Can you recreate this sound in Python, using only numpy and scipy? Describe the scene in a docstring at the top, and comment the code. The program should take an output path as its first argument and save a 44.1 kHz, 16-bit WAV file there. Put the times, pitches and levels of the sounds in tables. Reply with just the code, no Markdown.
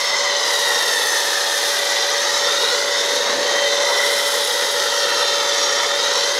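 """A broad roar and hiss opens the scene: a foam lance on a pressure washer sweeps over a car in a paved yard.
The jet is coloured noise; moving echoes off ground and car body comb-filter it, so the hiss swishes. Filtered
noise also rings: a breathy band near 1.9 kHz glides as moving echoes reinforce the jet's hiss, and a steady
noise wash is the settling mist. Random impulses spatter on the panels over drumming noise, while sine tones
make the pump's whine. Booms from hollow panels come later; one fixed microphone hears it all."""
import sys
import numpy as np
from scipy import signal
from scipy.fft import rfft, irfft, next_fast_len
from scipy.io import wavfile
from scipy.ndimage import map_coordinates

SR = 44100
rng = np.random.default_rng(int(sys.argv[2]) if len(sys.argv) > 2 else 0)


def master(y):
    """Save y as 16-bit WAV."""
    cut = np.clip(np.atleast_2d(y).T, -1, 1)
    pcm = np.round(cut * 32767)  # scale
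    wavfile.write(sys.argv[1], SR, pcm.astype(np.int16))


N = 281799
TIME = np.arange(N) / SR  # s
FREQS = np.maximum(np.fft.rfftfreq(2 * next_fast_len(N // 2 + 1), 1 / SR), 1)  # Hz, kept above zero


def from_db(db):
    """Logarithmic level: decibels become an amplitude gain."""
    return 10 ** (np.asarray(db) / 20)


def rms_one(x):
    """Power normalisation: scale to a root mean square of one."""
    return x / np.sqrt(np.mean(x ** 2) + 1e-20)


def in_time(rows):
    """Linear interpolation: every column after the first, at each sample time."""
    start_s, *columns = np.transpose(rows)
    return [np.interp(TIME, start_s, column) for column in columns]


def colour(points):
    """Spectral envelope: gain interpolated in dB over log frequency, with skirts falling past both ends."""
    hz, db = np.transpose(points)
    skirts = np.minimum(FREQS / hz[0], 1) * np.minimum(hz[-1] / FREQS, 1)
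    return from_db(np.interp(np.log(FREQS), np.log(hz), db)) * skirts ** 2


def bell(distance):
    """Gaussian curve: one at the centre, falling with distance in standard deviations."""
    return np.exp(-.5 * distance ** 2)


def below(hz, order=12):
    """Low-pass response: a smooth gain that reaches one half at the given frequency."""
    return 1 / (1 + (FREQS / hz) ** order)


def shaped(x, gain):
    """Linear filtering: multiply the spectrum by a gain per frequency."""
    spectrum = rfft(x, 2 * len(FREQS) - 2)
    return irfft(spectrum * gain)[:N]


def noise(gain):
    """Random noise: a white spectrum takes the given colour at unit power."""
    return rms_one(shaped(rng.standard_normal(N), gain))


def drift(rate):
    """Slow random modulation: low-passed noise of spread 1, up to about rate swings a second."""
    return noise(below(rate, order=2))


def delayed(x, ms):
    """Propagation delay: x arrives late by a time that may change."""
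    return map_coordinates(x, [np.arange(N) - ms * SR / 1000], order=3, mode="nearest")


# echo paths as the wand swings out and back twice: start_s [s], ground_delay_ms [ms], body_delay_ms [ms]
ECHO_PATHS = [(0.0, 1.882, 0.908), (0.2, 1.907, 0.942), (1.25, 2.356, 1.157), (1.95, 2.542, 1.2),
              (2.1, 2.487, 1.22), (2.55, 2.143, 0.797), (3.0, 1.915, 0.559), (3.35, 1.81, 0.441),
              (3.9, 1.979, 0.532), (4.7, 2.124, 0.599), (5.3, 2.209, 0.755), (5.55, 2.289, 0.854),
              (5.85, 2.285, 0.882), (6.39, 1.847, 0.6)]
# how squarely the jet's sound meets the reflecting surfaces: start_s [s], echo_strength [0-1]
FACING_STRENGTH = [(0.0, 0.4), (0.4, .8), (1.3, 0.5), (1.95, 0.78), (2.7, 0.85), (3.05, 0.42), (3.45, 0.24),
                   (3.95, 0.56), (4.55, 0.42), (5.2, 0.85), (5.7, 0.68), (6.39, 0.5)]


def echoed(x, echo_cut_hz=9000, body_share=0.61):
    """Comb filtering: two moving reflections interfere with the direct sound, sharing one power."""
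    ground_ms, body_ms = in_time(ECHO_PATHS)
    ground, = in_time(FACING_STRENGTH)
    body = body_share * ground  # the car's echo against the ground's
    mirrored = shaped(x, below(echo_cut_hz, order=5))  # rough surfaces mirror little treble
    heard = x + ground * delayed(mirrored, ground_ms) + body * delayed(mirrored, body_ms)
    return heard / np.sqrt(1 + ground ** 2 + body ** 2)


# relative spectrum of the jet's turbulence: frequency_hz [Hz], density_db [dB per Hz]
JET_SPECTRUM = [(400, -6.5), (560, 1), (700, -6), (1000, -0.5), (1300, 1.5), (1650, -3.5), (2400, -8),
                (4500, 2), (5400, 4.5), (6400, 3), (7200, -2), (8000, -10.5), (11500, -22), (15500, -52)]
# lance resonances and dips on that spectrum: centre_hz [Hz], half_width_hz [Hz], gain_db [dB]
LANCE_RESONANCES = [(1950, 140, 6.5), (3680, 350, 5.5), (5520, 100, 2.5), (5800, 80, -3.5),
                    (6900, 180, -2.5)]


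def jet(sputter_db=1.16, sputter_rate=120, surge_db=1.0, surge_rate=9, facing_db=3.5,
        roar_db=-26.5, hiss_db=-26.5, edge_db=-27.5, scatter=0.32):
    """Turbulent jet noise: resonances colour it, reflections comb it, and three bands surge apart."""
    lance_db = sum(db * bell((FREQS - hz) / width) for hz, width, db in LANCE_RESONANCES)
    lance = colour(JET_SPECTRUM) * from_db(lance_db)
    # sound scattered round the yard fills the notches of the echoes
    heard = echoed(noise(lance)) + scatter * noise(lance)
    low, high = below(2400), below(4600)
    zones = [(low, roar_db), (high - low, hiss_db), (1 - high, edge_db)]
    out = 0
    for zone, db in zones:
        surging_db = db + surge_db * drift(surge_rate)
        out = out + rms_one(shaped(heard, zone)) * from_db(surging_db)
    facing, = in_time(FACING_STRENGTH)
    clots_db = sputter_db * drift(sputter_rate)  # air and soap leave the nozzle in clots
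    return out * from_db(clots_db + facing_db * (facing - facing.mean()))


def ringing(hz, width_hz):
    """Narrow-band resonance: two slow noises modulate a carrier, in quadrature, whose centre may glide."""
    phase = 2 * np.pi * np.cumsum(hz * np.ones(N)) / SR
    band = below(width_hz, order=3)
    return noise(band) * np.cos(phase) + noise(band) * np.sin(phase)


# a breathy band near 1.9 kHz that glides as moving echoes reinforce the jet's hiss, before flutter: start_s
# [s], pitch_hz [Hz], level_db [dB]
BREATHY_BAND = [(0.0, 2020, -26.5), (0.7, 1893, -27.5), (1.4, 1788, -25.5), (1.6, 1818, -33),
                (1.85, 1973, -27.5), (2.5, 1860, -31.5), (2.8, 1997, -31), (3.35, 1806, -31.5),
                (3.7, 1994, -28), (4.15, 1997, -26.5), (4.4, 1944, -33), (5.4, 1840, -30.5),
                (5.95, 1868, -30), (6.39, 1980, -32)]
# higher lance resonances that ring in place, before flutter: pitch_hz [Hz], half_width_hz [Hz], level_db [dB]
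FIXED_RINGS = [(3694, 260, -31), (5535, 50, -47), (6250, 220, -36.5)]
# squeals as the jet locks on to a resonance:
# start_s [s], length_s [s], start_pitch_hz [Hz], end_pitch_hz [Hz], level_db [dB at the swell's peak]
BRIEF_SQUEALS = [(0.0, 0.23, 5330, 5300, -29), (0.9, 0.4, 6350, 6050, -31), (2.0, 0.4, 6030, 6200, -30),
                 (2.417, 0.3, 3510, 3810, -27), (2.58, 0.26, 3850, 4430, -29), (3.1, 0.25, 3610, 3780, -31),
                 (5.15, 0.27, 3590, 3660, -28), (5.43, 0.17, 3590, 3440, -30),
                 (5.494, 0.37, 5580, 5600, -29), (5.551, 0.24, 6530, 6580, -29)]


def whistles(low_width_hz=95, squeal_width_hz=45, flutter_db=1.0, flutter_rate=8):
    """Flow-excited resonance: a breathy low band throughout, higher rings through moving echoes, brief squeals."""
    hz, db = in_time(BREATHY_BAND)
    out = from_db(db + flutter_db * drift(flutter_rate)) * ringing(hz, low_width_hz)
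    rings = 0
    for hz, width, db in FIXED_RINGS:
        rings = rings + from_db(db + flutter_db * drift(flutter_rate)) * ringing(hz, width)
    out += echoed(rings)
    for start_s, length_s, start_hz, end_hz, db in BRIEF_SQUEALS:
        along = np.clip((TIME - start_s) / length_s, 0, 1)
        swell = from_db(db) * np.sin(np.pi * along)
        out += swell * ringing(start_hz + (end_hz - start_hz) * along, squeal_width_hz)
    return out


# relative spectrum of the mist settling over the yard: frequency_hz [Hz], density_db [dB per Hz]
WASH_SPECTRUM = [(500, -7.5), (900, -7.5), (1500, 0), (2500, -3), (3000, 0.5), (4500, 1.5), (7000, -8.5),
                 (9000, -19)]


def wash(level_db=-32):
    """Diffuse field: mist settling all round gives steady noise, free of moving echoes."""
    return from_db(level_db) * noise(colour(WASH_SPECTRUM))


# relative spectrum of droplet impacts: frequency_hz [Hz], density_db [dB per Hz]
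DROPLET_SPECTRUM = [(2000, -25), (5000, 6), (7500, 7), (10300, 9.5), (12800, 2), (14200, -4.5),
                    (15700, -11)]


def spatter(drops_per_s=7500, size_db=3.0, mist=0.97, clump_db=1.15, level_db=0.84):
    """Random impulses: droplets of uneven strength tick on paint and glass over a fine mist of noise."""
    tone, split = colour(DROPLET_SPECTRUM), below(13200)
    ticking = 0
    for band in (split, 1 - split):  # each band has its own drops, at the full rate
        strength = from_db(size_db * np.minimum(rng.exponential(1, N), 6.5))
        impulses = strength * rng.choice([-1, 1], N) * (rng.random(N) < drops_per_s / SR)
        ticking = ticking + shaped(impulses, tone * np.sqrt(band))
    spray = rms_one(ticking) + mist * noise(tone)
    clumped = spray * from_db(clump_db * drift(60))
    return rms_one(clumped) * from_db(level_db)


# relative spectrum of the panels under the foam: frequency_hz [Hz], density_db [dB per Hz]
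DRUM_SPECTRUM = [(200, -31), (300, -20.5), (380, -12), (450, -2), (500, 0.5), (550, -10), (620, -15),
                 (800, -12)]
# relative spectrum of the rumble below the drumming: frequency_hz [Hz], density_db [dB per Hz]
RUMBLE_SPECTRUM = [(20, -14), (42, -14), (70, -9), (110, -4), (160, -12), (220, -1), (300, 4), (450, -30)]
# gain on the spatter, high while the stream crosses the windscreen: start_s [s], gain_db [dB]
SPATTER_GAIN = [(0.0, -36.5), (0.2, -45), (0.43, -40), (0.51, -32), (1.05, -30), (1.45, -32.5), (1.68, -30),
                (2.0, -37.3), (2.7, -34.5), (2.9, -39.5), (3.15, -36.5), (3.3, -41.5), (3.8, -39),
                (4.08, -31), (4.45, -30.5), (5.0, -35.8), (5.75, -40), (6.39, -38.5)]
# gain on drum and rumble, highest over the hollow bonnet: start_s [s], gain_db [dB]
DRUMMING_GAIN = [(0.0, -37), (1.0, -29.5), (1.4, -34), (2.0, -33.5), (2.6, -28.5), (3.05, -30.5),
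                 (3.55, -27), (4.3, -31), (6.39, -29.5)]
# dull booms where the stream crosses a hollow panel:
# centre_s [s], half_length_s [s], pitch_hz [Hz], level_db [dB at the peak]
PANEL_BOOMS = [(3.16, 0.056, 320, -42), (3.36, 0.061, 310, -35.5), (3.44, 0.19, 720, -34),
               (3.9, 0.11, 960, -26)]


def panels(drum_db=0.0, rumble_db=-25.5, glance=.22, glance_ms=1.0, wander_ms=0.055):
    """Forced vibration: the foam stream drums on sheet metal, makes it boom and bursts into droplets."""
    drum = from_db(drum_db) * noise(colour(DRUM_SPECTRUM))
    rumble = from_db(rumble_db) * noise(colour(RUMBLE_SPECTRUM))
    drumming = from_db(in_time(DRUMMING_GAIN)[0]) * (drum + rumble)
    booms = sum(boom(*row) for row in PANEL_BOOMS)
    drops = from_db(in_time(SPATTER_GAIN)[0]) * spatter()
    # ticks glance off the paint as the landing spot wanders
    glancing = glance * delayed(drops, glance_ms + wander_ms * drift(1.4))
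    return drumming + booms + drops + glancing


# the pump's speed, as the pitch of its main whine: start_s [s], pitch_hz [Hz]
WHINE_PITCH = [(0.0, 572.5), (0.5, 573.7), (1.4, 571.5), (2.7, 571.5), (3.6, 570.5), (6.39, 571.1)]
# how strongly the pump carries to the microphone, before waver:
# start_s [s], whine_level_db [dB], shrill_level_db [dB]
WHINE_LEVEL = [(0.0, -32, -40), (0.3, -28, -36), (0.85, -33.5, -39.5), (2.0, -29.5, -40),
               (3.35, -28.5, -45), (3.5, -25, -32), (3.67, -23, -29), (3.77, -24.5, -40), (4.0, -26, -31),
               (4.5, -30.5, -35.5), (5.1, -28, -33.5), (6.39, -29, -32.5)]
# weaker tones of motor and pump, before fading: pitch_hz [Hz], early_level_db [dB], late_level_db [dB]
MACHINE_TONES = [(663, -46, -49), (759, -44, -51), (857, -45, -43), (884, -48, -47), (925, -49, -44),
                 (948, -44, -39), (2001, -43, -43), (3017, -52, -47), (4087, -48, -41), (4288, -48, -47),
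                 (5724, -49, -48), (6545, -52, -50)]


def pump(waver_db=1.42, fade_db=4.5, wobble=0.73, shrill_multiple=5.5):
    """Periodic excitation: rotation gives a whine and locked overtone, among weaker tones that fade in and out."""
    hz, = in_time(WHINE_PITCH)
    whine_db, shrill_db = in_time(WHINE_LEVEL)
    phase = 2 * np.pi * np.cumsum(hz) / SR
    out = from_db(whine_db + waver_db * drift(17)) * np.cos(phase)
    out += from_db(shrill_db + waver_db * drift(9.1)) * np.cos(shrill_multiple * phase)
    for tone_hz, early_db, late_db in MACHINE_TONES:
        level_db = np.interp(TIME, [0.3, 3.6], [early_db, late_db]) + fade_db * drift(11.0)
        stray = wobble * np.sqrt(tone_hz / hz) * drift(4.9)  # higher tones stray further in phase
        out += from_db(level_db) * np.cos(2 * np.pi * tone_hz * TIME + stray)
    return np.sqrt(2) * out  # levels count as RMS


def boom(centre_s, half_length_s, hz, db, octaves=0.57):
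    """Broad resonance: a hollow panel swells and fades as the stream passes over it."""
    band = bell(np.log2(FREQS / hz) / octaves)
    swell = bell((TIME - centre_s) / half_length_s)
    return from_db(db) * swell * noise(band)


def scene():
    """Superposition: all sources add at one microphone, which feeds both channels."""
    mono = jet() + whistles() + wash() + panels() + pump()
    return np.tile(mono, (2, 1))


def record(dry, cutoff_hz=15750):
    """Band limiting: a steep elliptic low-pass cuts the top."""
    return signal.sosfilt(signal.ellip(12, .1, 80, cutoff_hz, fs=SR, output="sos"), dry)


dry = scene()
out = record(dry)
master(out)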